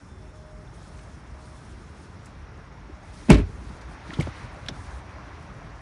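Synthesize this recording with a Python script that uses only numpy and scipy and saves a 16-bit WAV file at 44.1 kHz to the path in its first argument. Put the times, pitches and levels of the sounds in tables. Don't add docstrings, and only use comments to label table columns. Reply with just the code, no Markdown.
import sys
import numpy as np
from scipy import signal
from scipy.fft import rfft, irfft, next_fast_len
from scipy.io import wavfile

SR = 44100
rng = np.random.default_rng(int(sys.argv[2]) if len(sys.argv) > 2 else 0)


def master(y):
    cut = np.clip(np.atleast_2d(y).T, -1, 1)
    pcm = np.round(cut * 32767)
    wavfile.write(sys.argv[1], SR, pcm.astype(np.int16))


def voltage_ratio(level):
    return 10 ** (np.asarray(level, float) / 20)


N = 256220
TIME = np.arange(N) / SR

# frequency_hz, density_db [dB per Hz]
RUMBLE_SPECTRUM = [(13, -36), (22, -42), (43, 0), (64, 1), (103, -5), (166, -8.5), (258, -16), (289, -14),
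                   (324, -18.5), (450, -19), (580, -52), (990, -120)]
# frequency_hz, density_db [dB per Hz]
TYRE_SPECTRUM = [(180, -50), (300, -0.5), (453, -9.5), (497, -2.5), (546, -1), (588, -1.5), (1010, -1),
                 (1160, -2), (1440, -3.5), (2800, -18), (3640, -46), (6160, -120)]
# frequency_hz, density_db [dB per Hz]
LEAF_SPECTRUM = [(1180, -10.5), (2000, -2.5), (2930, -11.5), (3210, -10.5), (4460, -14.5), (5650, -16),
                 (6080, -18.5), (6710, -24.5), (7000, -25), (9100, -54), (15400, -120)]
# frequency_hz, density_db [dB per Hz]
RUSTLE_SPECTRUM = [(2000, -42), (3200, -5), (5000, -5.5), (6500, -5), (7600, -8.5), (9600, -8),
                   (10400, -12), (11000, -21), (13000, -62)]
# frequency_hz, density_db [dB per Hz]
RATTLE_SPECTRUM = [(150, -22), (250, 0.5), (492, -25), (604, -19.5), (1030, -23.5), (1370, -27.5),
                   (1600, -22), (4470, -31.5), (8940, -42), (10800, -50), (14000, -80), (22000, -120)]
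# time_s, level_db
TRAFFIC_LEVEL = [(0, -55), (.7, -53.5), (1.6, -52.5), (2.0, -53), (3.0, -51.5), (3.5, -52), (3.75, -48.5),
                 (4.25, -46), (4.5, -47), (5.81, -48)]
# time_s, level_db
BREEZE_LEVEL = [(0, -65.5), (.5, -69), (.9, -63.5), (1.95, -61.5), (3.05, -61.5), (3.25, -57), (3.5, -60.5),
                (3.95, -57.5), (4.15, -50.5), (4.4, -50), (4.53, -56), (4.8, -57.5), (5.3, -56.5),
                (5.81, -59)]
# start_s, length_s, swell_db [over the still rustle]
STEPS = [(-.5, 2.84, 4), (2.997, 3.2, 2), (0.027, 0.11, 7.5), (.3, .15, 7), (0.697, 0.24, 9.5),
         (.86, 0.34, 8.5), (1.358, 0.41, 9), (1.7, .25, 6), (1.92, .2, 9.5), (2.997, .3, 8),
         (3.086, 0.367, 14), (3.42, 0.3, 7), (3.6, 0.22, 10), (3.864, .11, 12.5), (4.024, 0.32, 11),
         (4.305, 0.2, 9), (4.48, 0.33, 5.5), (4.685, 0.25, 10.5), (4.852, .17, 11.5)]
# start_s, length_s, pitch_hz, level_db
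COOS = [
    (0.082, 0.24, 374.5, -55.5),
    (.19, 0.097, 621.4, -55),
    (.31, 0.36, 619, -51),
    (0.881, .26, 620, -57.5),
    (1.329, 0.28, 621, -54.5),
    (2.9, 0.47, 626, -59.5),
]
# start_s, length_s, first_hz, last_hz, level_db
WHISTLES = [
    (.075, .22, 3580, 3430, -68),
    (.28, 0.038, 3640, 3620, -67),
    (0.331, .17, 3450, 3450, -71.5),
]
# start_s, level_db, pitch_hz
FOOTFALLS = [(0.948, -30.5, 57.6), (1.578, -32.5, 125), (2.896, -30, 325), (2.919, -28.5, 59.5),
             (4.786, -28, 93), (4.866, -25, 73.3), (4.925, -22.5, 65.5), (5.48, -34, 60), (5.56, -33, 134),
             (5.64, -31, 165), (0.451, -37, 150), (.7, -39, 141), (1.3, -30, 65)]
# start_s, level_db, contact_cutoff_hz
SLAM_BLOWS = [
    (3.287, -28.5, 900),
    (3.293, -21, 900),
    (3.302, -11, 2500),
    (3.309, -11.5, 900),
    (3.333, -17.5, 1500),
    (3.355, -24.5, 1500),
    (3.39, -22.5, 900),
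    (3.43, -39, 500),
]
# frequency_hz, level_db, t60_s
DOOR_MODES = [(194.5, -5, 0.35), (216, -10.5, 0.23), (285.3, -6.5, 0.35), (341, -3.5, 0.21),
              (384.5, -7.5, 0.29), (421, -6.5, 0.26), (446, -11, 0.061), (502, -13.5, 0.13),
              (540, -17.5, .2), (594, -8, 0.23), (650, -19, 0.17), (749, -25, 0.17), (850, -29, 0.28),
              (967, -13, 0.099), (1020, -20, 0.06), (1106, -14.5, 0.13), (1300, -24, 0.14),
              (1520, -25, 0.1), (1700, -12, 0.13), (1854, -10.5, 0.17), (1990, -21, 0.2),
              (2220, -10.5, 0.27), (2400, -10, 0.21), (2654, -8, 0.19), (2790, -18, 0.115)]
# start_s, level_db, pitch_hz, ring_cycles
SLAM_THUMPS = [(3.285, -29, 390, 16), (3.2948, -7.5, 233, 11), (3.3033, 1, 169, 17.7),
               (3.316, -6, 58.7, 20), (3.3032, -5, 290, 5), (3.322, -14.5, 197, 16), (3.31, -14, 43, 11),
               (3.334, -12, 101, 25), (3.39, -15.5, 178, 12), (3.388, -16.5, 300, 17),
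               (3.415, -17.5, 102.4, 16.6), (3.657, -27, 62.5, 17)]
# start_s, level_db, pitch_hz
PULL_THUMPS = [(4.092, -30, 180), (4.099, -31, 320), (4.131, -28, 300), (4.172, -28, 290), (4.21, -24, 280),
               (4.1873, -22.5, 384), (4.199, -19, 360), (4.223, -23.5, 94), (4.236, -32, 160),
               (4.277, -28, 125), (4.435, -27.5, 102), (4.688, -31, 250), (4.697, -33, 420),
               (4.244, -31, 81), (4.619, -32, 112), (4.655, -33.5, 160), (4.713, -29.5, 147),
               (3.5, -31, 96), (4.71, -36, 300), (3.7, -30, 218)]
# start_s, level_db, pitch_hz
CLUNKS = [
    (4.191, -10, 146),
    (4.2033, -15.5, 142),
    (4.2714, -23, 400),
    (4.277, -25, 232),
]
# start_s, peak_db, pitch_hz, t60_s
RINGS = [(3.3027, -15.5, 965, 0.037), (3.3027, -12, 730, 0.026), (3.326, -24.5, 1060, 0.082),
         (4.112, -37, 850, .05), (4.133, -32, 1380, .04), (4.137, -32.5, 3100, 0.056),
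         (4.188, -32.5, 910, .037), (4.203, -27, 540, 0.065), (4.2705, -28.5, 587, 0.032),
         (4.288, -39, 1300, 0.066), (4.671, -45, 3500, .035), (4.685, -29.5, 1620, 0.018),
         (4.688, -33.5, 664, 0.086)]
# start_s, peak_db, centre_hz, t60_s
SNAPS = [(.989, -46, 2400, .03), (2.246, -49, 5000, .02), (2.257, -40.5, 6750, 0.046),
         (2.268, -42, 1000, 0.037), (3.302, -6.5, 6500, 0.014), (3.692, -46, 3000, .03),
         (3.81, -46, 4000, .09), (4.104, -43, 2000, 0.034), (4.134, -40, 4000, 0.032),
         (4.198, -32, 2585, 0.035), (4.207, -33, 5970, 0.049), (4.22, -35, 2150, .08),
         (4.272, -36, 1000, .022), (4.36, -48, 2580, 0.17), (4.6608, -34.5, 2580, 0.036),
         (4.661, -48, 7500, .011), (4.684, -25, 2530, 0.036), (4.684, -45, 7000, 0.01),
         (5.426, -52, 7060, .024)]
# start_s, peak_db
REBOUNDS = [
    (3.313, -25),
    (3.328, -23),
    (3.343, -23),
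    (3.355, -31),
    (3.368, -35),
    (3.384, -38),
]
# start_s, peak_db, pitch_hz, t60_s
PINGS = [
    (.675, -53, 3480, .02),
    (4.1045, -28.5, 1870, .012),
    (4.2066, -24.5, 2200, .022),
    (4.6845, -24.5, 3500, 0.017),
    (4.687, -28.5, 5370, 0.038),
    (4.703, -46, 3480, .05),
]

IMPACT_S, SEAL_S = 3.303, 3.283


def rms_one(x):
    return x / np.sqrt(np.mean(x ** 2) + 1e-20)


def in_time(rows):
    time_s, level_db = np.transpose(rows)
    return np.interp(TIME, time_s, level_db)


def drift(rate_hz):
    step = 40
    r = np.exp(-2 * np.pi * rate_hz * step / SR)
    white = rng.standard_normal(N // step + 2002)
    slow = signal.lfilter([1], [1, -2 * r, r * r], white)[2000:]
    return np.interp(np.arange(N) / step, np.arange(len(slow)), rms_one(slow))


def banded_noise(spectrum, patchy_db, rate_hz):
    hz_points, db_points = np.transpose(spectrum)
    octaves = np.log2(hz_points[-1] / hz_points[0])
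    edges = hz_points[0] * 2 ** np.arange(0, octaves + 0.3, 1 / 3)
    edges = edges[(edges > 15) & (edges < 1.3 * hz_points[-2])]
    out = np.zeros(N)
    together = drift(rate_hz)
    white = rng.standard_normal((2, N))
    for k, (low, high) in enumerate(zip(edges, edges[1:])):
        bandpass = signal.butter(2, [low, high], "band", fs=SR, output="sos")
        flicker_db = patchy_db * (0.5 * together + drift(rate_hz))
        out += signal.sosfilt(bandpass, white[k % 2]) * voltage_ratio(flicker_db)
    size = next_fast_len(N)
    hz = np.arange(1, size // 2 + 2) * SR / size
    colour = voltage_ratio(np.interp(np.log(hz), np.log(hz_points), db_points))
    return rms_one(irfft(rfft(out, size) * colour, size)[:N])


def resonate_twice(x, hz, width_hz):
    r, w = np.exp(-np.pi * width_hz / SR), 2 * np.pi * hz / SR
    section = [1, 0, -1, 1, -2 * r * np.cos(w), r * r]
    return signal.sosfilt([section, section], x)


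def step_swell_db():
    attack_s, release_s = 0.06, 0.053
    swell_db = np.zeros(N)
    for start, length, db in STEPS:
        t = TIME - start
        ramp = np.minimum(t / attack_s, (length - t) / release_s)
        swell_db = np.maximum(swell_db, db * np.clip(ramp, 0, 1))
    return swell_db


def traffic(swell_db):
    tyre_db = in_time(TRAFFIC_LEVEL)
    rumble_db = -47 + 0.17 * swell_db + 0.085 * (tyre_db - tyre_db.mean())
    sway_db, sway_t60_s = -34, 0.97
    sway = (TIME > IMPACT_S) * voltage_ratio(sway_db - 60 * np.abs(TIME - IMPACT_S) / sway_t60_s)
    rumble = (voltage_ratio(rumble_db + 2.7) + sway) * banded_noise(RUMBLE_SPECTRUM, patchy_db=1.46, rate_hz=5.8)
    return rumble + voltage_ratio(tyre_db - 0.23) * banded_noise(TYRE_SPECTRUM, patchy_db=1.17, rate_hz=11.4)


def leaves():
    return voltage_ratio(in_time(BREEZE_LEVEL) + 0.74) * banded_noise(LEAF_SPECTRUM, patchy_db=0.8, rate_hz=14.0)


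def chorus(hz, width_hz):
    return rms_one(resonate_twice(rng.standard_normal(N), hz, width_hz))


def insects():
    out = voltage_ratio(-72 - 1.5 * TIME) * chorus(5350, width_hz=460)
    out += voltage_ratio(-81 + 1.1 * TIME) * chorus(5760, width_hz=300)
    first_chirp_s, chirp_gap_s, chirp_s = 0.046, 0.0764, 0.014
    count, into_s = np.divmod(TIME - first_chirp_s, chirp_gap_s)
    strength_db = rng.normal(0, 3.5, 100)[count.astype(int)]
    pulse = np.sin(np.pi * np.clip(into_s / chirp_s, 0, 1)) ** 2
    return out + voltage_ratio(-69.5 + strength_db) * pulse * np.sin(2 * np.pi * 6500 * TIME)


def dove():
    sag_hz_per_s = 13.5
    out, waver_db = np.zeros(N), 0.8 * drift(8.0)
    for start, length, hz, db in COOS:
        t = np.clip(TIME - start, 0, length)
        swell = np.abs(np.sin(np.pi * t / length)) ** 0.4 * (t < length)
        cycles = (hz - sag_hz_per_s * t / 2) * t
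        out += voltage_ratio(db + waver_db) * swell * np.sin(2 * np.pi * cycles)
    return out


def songbird():
    fade_db_per_s, edge_s = 15, 0.015
    out = np.zeros(N)
    for start, length, hz, last_hz, db in WHISTLES:
        t = np.clip(TIME - start, 0, length)
        gate = np.clip(np.minimum(t, length - t) / edge_s, 0, 1)
        cycles = (hz + (last_hz - hz) * t / length / 2) * t
        out += gate * voltage_ratio(db - fade_db_per_s * t) * np.sin(2 * np.pi * cycles)
    return out


def rustle(swell_db):
    return voltage_ratio(-75.5 + swell_db + 4.5) * banded_noise(RUSTLE_SPECTRUM, patchy_db=1.6, rate_hz=14.0)


def pushes(rows, rise_cycles, sag):
    out, t = np.zeros(N), np.arange(SR // 2) / SR
    for s, db, first_hz, cycles in rows:
        t60 = cycles / first_hz
        hz = first_hz * (1 - sag + sag * np.exp(-t / (0.15 * t60)))
        shape = (1 - np.exp(-t * first_hz / rise_cycles)) * voltage_ratio(db - 60 * t / t60)
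        wave = shape * np.sin(2 * np.pi * np.cumsum(hz) / SR)
        at = round(s * SR)
        out[at:at + len(t)] -= wave[:N - at]
    return out


def thumps():
    footfalls = [(*row, 13.0) for row in FOOTFALLS]
    pulls = [(*row, 13.0) for row in PULL_THUMPS]
    clunks = [(*row, 9.0) for row in CLUNKS]
    return (pushes(footfalls, rise_cycles=0.78, sag=0.059)
            + pushes(pulls, rise_cycles=0.18, sag=0.17)
            + pushes(clunks, rise_cycles=0.074, sag=0.15)
            + pushes(SLAM_THUMPS, rise_cycles=0.51, sag=0.176))


def chatter(rows, width):
    out, t = np.zeros(N), np.arange(SR // 8) / SR
    for s, db, hz, t60 in rows:
        grains = rng.standard_normal(len(t)) * rng.exponential(1, len(t)) ** 0.82
        grains *= (1 - np.exp(-t / (0.019 * t60))) * voltage_ratio(-60 * t / t60)
        rung = resonate_twice(grains + 1e-18, hz, 1.5 * width * hz)
        at = round(s * SR)
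        out[at:at + len(t)] += voltage_ratio(db) * rung / np.abs(rung).max()
    return out


def clicks():
    rebounds = [(s, db, 2500, 0.027) for s, db in REBOUNDS]   # pitch_hz, t60_s
    return (chatter(SNAPS, width=0.81) + chatter(rebounds, width=0.72)
            + chatter(RINGS, width=0.35) + chatter(PINGS, width=0.16))


def shiver(impact_db, crack_db, rise_db_per_s, fall_db_per_s):
    crack_s, settle_s, settle_db_per_s = 0.0061, 0.091, 150
    t = TIME - IMPACT_S
    after = np.maximum(t, 0)
    level_db = impact_db + crack_db * np.exp(-after / crack_s) - fall_db_per_s * after
    level_db += rise_db_per_s * np.minimum(t, 0) - settle_db_per_s * np.maximum(t - settle_s, 0)
    return voltage_ratio(level_db) * np.clip((TIME - SEAL_S) / 0.0022, 0, 1)


def rattle():
    noise = banded_noise(RATTLE_SPECTRUM, patchy_db=2.5, rate_hz=87.0)
    trim = signal.sosfilt(signal.butter(2, 3500, fs=SR, output="sos"), noise)
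    glass = noise - trim
    return (shiver(-16.5, crack_db=7, rise_db_per_s=1500, fall_db_per_s=158) * rms_one(trim)
            + shiver(-23, crack_db=6.5, rise_db_per_s=2998, fall_db_per_s=295) * rms_one(glass))


def door_panel():
    out, t = np.zeros(N), np.arange(SR) / SR
    spread_db = rng.normal(0, 3.6, (len(SLAM_BLOWS), len(DOOR_MODES)))
    signs = rng.choice([-1, 1], (len(SLAM_BLOWS), len(DOOR_MODES)))
    hz, mode_db, t60 = np.transpose(DOOR_MODES)[:, :, None]
    rings = voltage_ratio(mode_db - 60 * t / (0.46 * t60)) * np.sin(2 * np.pi * hz * t)
    for (s, db, cutoff_hz), own_db, sign in zip(SLAM_BLOWS, spread_db, signs):
        softness = 1 / (1 + (hz[:, 0] / cutoff_hz) ** 2)
        at = round(s * SR)
        out[at:at + SR] += (voltage_ratio(db + own_db) * sign * softness) @ rings
    return out


def scene():
    swell_db = step_swell_db()
    background = traffic(swell_db) + leaves() + insects() + dove() + songbird() + rustle(swell_db)
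    doors = thumps() + clicks() + rattle() + door_panel()
    return (background + doors)[None]


def roll_off(x):
    return signal.sosfilt(signal.butter(12, 11110, fs=SR, output="sos"), x)


def record(dry):
    x = signal.sosfilt(signal.butter(2, 31, "high", fs=SR, output="sos"), dry)
    x = x / (1 + np.abs(x / 1.02) ** 6) ** (1 / 6)
    x = signal.sosfilt(signal.cheby2(12, 60, 13500, fs=SR, output="sos"), x)
    return roll_off(x)


dry = scene()
out = record(dry)
master(out)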